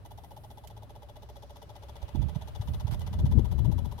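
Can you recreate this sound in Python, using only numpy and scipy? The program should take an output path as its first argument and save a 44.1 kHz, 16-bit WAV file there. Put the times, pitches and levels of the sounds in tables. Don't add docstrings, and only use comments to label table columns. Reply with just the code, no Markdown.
import sys
import numpy as np
from scipy import signal
from scipy.fft import rfft, irfft
from scipy.io import wavfile
from scipy.ndimage import uniform_filter1d

SR = 44100
rng = np.random.default_rng(int(sys.argv[2]) if len(sys.argv) > 2 else 0)


def to_wav(sig):
    pcm = np.clip(np.atleast_2d(sig), -1, 1) * 32767
    pcm = np.round(pcm).astype(np.int16)
    wavfile.write(sys.argv[1], SR, pcm.T)


N = 176400
T = np.arange(N) / SR

OPENINGS = [.048, .105, .174, .234, .305, .363, .435, .501, .571, 0.635, .698, .764, .82, 0.893, 0.95,
            1.019, 1.085, 1.155, 1.22, 1.287, 1.355, 1.422, 1.494, 1.556, 1.616, 1.691, 1.752, 1.823, 1.883,
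            1.954, 2.016, 2.079, 2.146, 2.215, 2.283, 2.347, 2.41, 2.472, 2.548, 2.61, 2.672, 2.734, 2.797,
            2.868, 2.933, 3.005, 3.063, 3.127, 3.187, 3.253, 3.311, 3.381, 3.444, 3.512, 3.579, 3.644,
            3.713, 3.778, 3.845, 3.912, 3.978]
# time_s, upper_knock_db, click_db, treble_db, pan_db
VALVE_VIEW = [(.15, 0, -1.5, -1, 0), (1.1, -3.5, -1.5, -4, 3), (2.1, -1, 2, -1.5, 7), (2.8, 0.5, 4.5, 1, 9),
              (3.7, 0.5, 1.5, 3, 9.5)]
# delay_s, rattle_db, treble_db, ring_db, attack_s, hold_s
STROKES = [(0, -58.5, -3.5, -6.5, 0.0019, 0.009), (.0095, -59, 3, -0.5, 0.0026, 0.001)]
# pitch_hz, level_db, t60_s
BODY_MODES = [(2002, -67, 0.09), (2968, -66.5, 0.11), (3398, -60, 0.06), (3656, -66.5, 0.045),
              (6335, -67, 0.016)]

def valve_clicks():
    t, out = T[:SR // 8], 0
    _, click_db, treble_db, pan_db = in_time(VALVE_VIEW)
    crossover = signal.butter(2, 7600, fs=SR, output="sos")
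    for delay, rattle_db, bright_db, ring_db, attack, hold in STROKES:
        times = np.array(OPENINGS) + delay
        force = from_db(rng.normal(0, 1.38, len(times)))
        click = from_db(rattle_db) * rattle(times, force, burst(t, attack, hold, t60=0.056))
        for hz, mode_db, t60 in BODY_MODES:
            for channel in click:
                phase = 2 * np.pi * (hz * t + rng.random((len(times), 1)))
                gains = force * from_db(mode_db + ring_db + rng.normal(0, 3.2, len(times)))
                channel += repeated(times, gains, np.sin(phase) * burst(t, attack, 0, t60))
        low = signal.sosfiltfilt(crossover, click)
        out += low * placed(click_db, pan_db)
        out += (click - low) * placed(treble_db + bright_db, pan_db - 7.5)
    return out

# frequency_hz, density_db
CLICK_SPECTRUM = [(1100, 3.5), (2450, -5.5), (3400, 5.5), (4200, 0), (6400, -2.5), (7500, -11.5),
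                  (11500, 0), (13500, -3), (15500, -11.5)]

def rattle(times, force, envelope, shared_power=0.65, turns_per_s=0.4):
    hiss, size = noise(CLICK_SPECTRUM), len(envelope)
    turn = 2 * np.pi * turns_per_s * times[:, None]
    patterns = [np.cos(turn) * channel[:size] + np.sin(turn) * channel[-size:] for channel in hiss]
    shared = np.array([repeated(times, force, envelope * pattern) for pattern in patterns])
    fresh = repeated(times, force, envelope) * hiss
    return np.sqrt(shared_power) * shared + np.sqrt(1 - shared_power) * fresh

# pitch_hz, level_db, delay_s, swell_s
HOSE_MODES = [(856, -45, .0032, 0.003), (870, -44.5, .0105, 0.003), (588.5, -52.5, 0.0096, 0.011),
              (640, -55.5, -.001, 0.0018), (424.7, -56, .006, 0.0081), (770, -55, 0.025, 0.0028),
              (699.6, -53.5, .006, 0.0069)]
# time_s, pitch_ratio
UPPER_KNOCK_PITCH = [(0, 1.004), (.9, 0.971), (3.3, 1.055)]
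# time_s, gain_db
LOWER_KNOCK_GAIN = [(.2, -5), (1.3, 1.5)]

def hose_knock(upper_above_hz=694, right_lag_s=0.0001):
    t, opens, out = T[:SR // 8], np.array(OPENINGS), 0
    upper_ratio = in_time(UPPER_KNOCK_PITCH, opens)[0]
    upper_db = in_time(VALVE_VIEW, opens)[0]
    lower_db = in_time(LOWER_KNOCK_GAIN, opens)[0]
    for hz, db, delay, swell in HOSE_MODES:
        ratio, view_db = (upper_ratio, upper_db) if hz > upper_above_hz else (1, lower_db)
        detune, scatter_db = rng.normal(0, [0.026, 1.85], (len(opens), 2)).T
        pitch = hz * ratio * (1 + detune)
        envelope = (t / swell * np.exp(1 - t / swell)) ** 2
        knocks = envelope * np.sin(2 * np.pi * pitch[:, None] * t)
        out += repeated(opens + delay, from_db(db + view_db + scatter_db), knocks)
    right = np.interp(T - right_lag_s, T, out)
    return np.array([out, right]) * placed(0, pan_db=3)

# time_s, level_db
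GUST_LEFT = [(2.1, -50.5), (2.55, -39), (2.76, -33), (2.87, -41.5), (3.12, -34.5), (3.24, -20.5),
             (3.29, -28), (3.37, -15), (3.48, -27.5), (3.62, -18), (3.88, -28), (3.99, -41.5)]
# time_s, level_db
GUST_RIGHT = [(2.11, -55), (2.16, -21.5), (2.25, -22), (2.31, -31), (2.66, -50), (2.69, -24.5), (2.81, -37),
              (2.9, -27.5), (3.12, -34.5), (3.27, -21.5), (3.41, -37), (3.99, -44.5)]
# frequency_hz, density_db
BUFFET_SPECTRUM = [(40, -5.5), (75, 3), (125, -6), (300, -33.5), (800, -47)]
# frequency_hz, density_db
EDDY_SPECTRUM = [(100, -4), (180, 12.5), (800, -28)]

def wind(eddy_growth=1.34):
    flutter_db = 1.6 * np.array([drift(rate_hz=25) for port in "LR"])
    gust_db = np.array(in_time(GUST_LEFT) + in_time(GUST_RIGHT)) + flutter_db
    buffet = noise(BUFFET_SPECTRUM)
    buffet /= np.sqrt(uniform_filter1d(buffet ** 2, size=1800) + 1e-9)
    return buffet * from_db(gust_db - 0.5) + noise(EDDY_SPECTRUM) * from_db(eddy_growth * gust_db - 6.5)

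# centre_s, level_db, pitch_hz, pan_db
THUMPS = [(2.04, -32.5, 63, -16.5), (2.152, -31, 236, -20), (2.366, -26.5, 131, -20.5),
          (2.605, -23.5, 100.5, 3), (2.852, -26, 99, -16), (3.247, -21, 157, 12), (3.355, -27.5, 192, 22),
          (3.375, -22, 75, 25), (3.395, -29, 312, 24)]

def thumps():
    out = 0
    for centre, db, hz, pan_db in THUMPS:
        cycles = hz * (T - centre)
        envelope = np.exp(-2 * np.minimum(np.abs(cycles), 10) ** 2)
        out += placed(db, pan_db) * envelope * np.sin(2 * np.pi * (cycles + rng.random()))
    return out

# harmonic_number, level_db
HUM_HARMONICS = [(3, -57), (5, -54)]
# time_s, gain_db
HUM_GAIN = [(.1, -8.5), (.8, 3.5), (1.35, -4.5), (1.8, 0.5)]
# frequency_hz, density_db
RUMBLE_SPECTRUM = [(25, -7), (58, -1), (110, -0.5), (170, -12), (260, -15), (900, -29.5), (1300, -52)]
# frequency_hz, density_db
WHIRR_SPECTRUM = [(350, 11.5), (900, 9), (2200, -4.5), (3300, -4.5), (4400, -8.5), (7400, -17),
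                  (10500, -13.5), (16000, -18)]
# time_s, level_db
WHIRR_LEVEL = [(0, -63), (1.5, -62.5), (2.1, -58), (2.95, -56.5), (4, -58.5)]

def engine(firing_hz=21.56, whine_hz=3990):
    phase = 2 * np.pi * np.cumsum(firing_hz * (1 + 0.0049 * drift(rate_hz=1.65))) / SR
    hum = 0
    for harmonic, db in HUM_HARMONICS:
        gain = from_db(db + 4.5 * drift(rate_hz=1.83))
        hum += gain * np.sin(harmonic * phase + 2 * np.pi * rng.random())
    throb = from_db(0.91 * np.sin(phase))
    rumble = placed(-54.5, pan_db=-3.5) * noise(RUMBLE_SPECTRUM, correlation=1) * throb
    whirr = placed(in_time(WHIRR_LEVEL)[0], pan_db=1.5) * noise(WHIRR_SPECTRUM, correlation=0.026)
    whine_phase = 2 * np.pi * np.cumsum(whine_hz + 6 * drift(rate_hz=15.5)) / SR
    whine = from_db(np.interp(T, [2.8, 3.65], [-87, -76.5])) * np.sin(whine_phase)
    return hum * placed(in_time(HUM_GAIN)[0], pan_db=-2) + rumble + whirr + whine

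# start_s, level_db
TAPS = [(0.672, -50), (2.993, -54.5)]
# frequency_hz, density_db
SNAP_SPECTRUM = [(2000, -1), (14000, -3)]

def handling_clicks():
    hiss, out = noise(SNAP_SPECTRUM), 0
    for start, db in TAPS:
        t = T - start
        snap = hiss * burst(t, attack=0.0011, hold=0, t60=0.058)
        modes = from_db(-2) * np.sin(2 * np.pi * 3130 * t) + from_db(-7) * np.sin(2 * np.pi * 11480 * t)
        ring = modes * burst(t, attack=0.0029, hold=0, t60=0.035)
        out += placed(db, pan_db=-7) * (snap + ring)
    return out

# frequency_hz, density_db
SCRAPE_SPECTRUM = [(800, 1.5), (2000, -12), (3300, -8.5), (7500, -21), (13000, -16)]

def scrape(centre_s=2.928, half_length_s=0.018):
    envelope = np.exp(-((T - centre_s) / half_length_s) ** 4)
    roughness_db = 3.6 * drift(rate_hz=110)
    return envelope * from_db(-48 + roughness_db) * noise(SCRAPE_SPECTRUM)

# centre_s, half_length_s, frequency_hz, level_db
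SWISHES = [(0.396, 0.29, 11300, -72), (1.493, 0.33, 4830, -73.5), (2.187, 0.37, 2830, -67.5),
           (2.696, 0.1, 11500, -67.5)]

def swishes(edge_ratio=1.19):
    out = 0
    for centre, half_length, hz, db in SWISHES:
        envelope = np.exp(-((T - centre) / half_length) ** 2)
        out += from_db(db) * envelope * noise([(hz / edge_ratio, 0), (hz * edge_ratio, 0)])
    return out

def from_db(db):
    return 10 ** (np.asarray(db) / 20)

def unit_rms(x):
    return x / np.sqrt(np.mean(x ** 2) + 1e-20)

def in_time(rows, at=T):
    times, *columns = np.transpose(rows)
    return [np.interp(at, times, column) for column in columns]

def placed(db, pan_db):
    return from_db(db + np.array([[.5], [-.5]]) * pan_db)

def drift(rate_hz):
    step, settle = 40, 2000
    pole = np.exp(-2 * np.pi * rate_hz * step / SR)
    white = rng.standard_normal(N // step + settle + 2)
    slow = signal.lfilter([1], [1, -2 * pole, pole * pole], white)[settle:]
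    return np.interp(np.arange(N) / step, np.arange(len(slow)), unit_rms(slow))

def noise(spectrum, correlation=0):
    hz, db = np.transpose(spectrum)
    log_f = np.log(np.fft.rfftfreq(N, 1 / SR) + 1)
    beyond = np.maximum(np.log(hz[0]) - log_f, 0) + np.maximum(log_f - np.log(hz[-1]), 0)
    gain = from_db(np.interp(log_f, np.log(hz), db) - 50 * beyond)
    mid, side = irfft(rfft(rng.standard_normal((2, N))) * gain, N)
    return unit_rms(np.sqrt(1 + correlation) * mid + np.sqrt(1 - correlation) * np.array([side, -side]))

def burst(t, attack, hold, t60):
    return np.clip(t / attack, 0, 1) ** 2 * from_db(-60 * np.maximum(t - attack - hold, 0) / t60)

def repeated(times, gains, shapes):
    out = np.zeros(N + SR)
    for time, piece in zip(times, np.asarray(gains)[:, None] * shapes):
        start = max(int(time * SR), 0)
        out[start:start + len(piece)] += piece
    return out[:N]

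def scene():
    bay = valve_clicks() + hose_knock() + engine()
    return bay + handling_clicks() + scrape() + swishes() + wind() + thumps()

def record(dry, cutoff_hz=15900):
    return signal.sosfilt(signal.ellip(10, .1, 80, cutoff_hz, fs=SR, output="sos"), dry)

dry = scene()
out = record(dry)
to_wav(out)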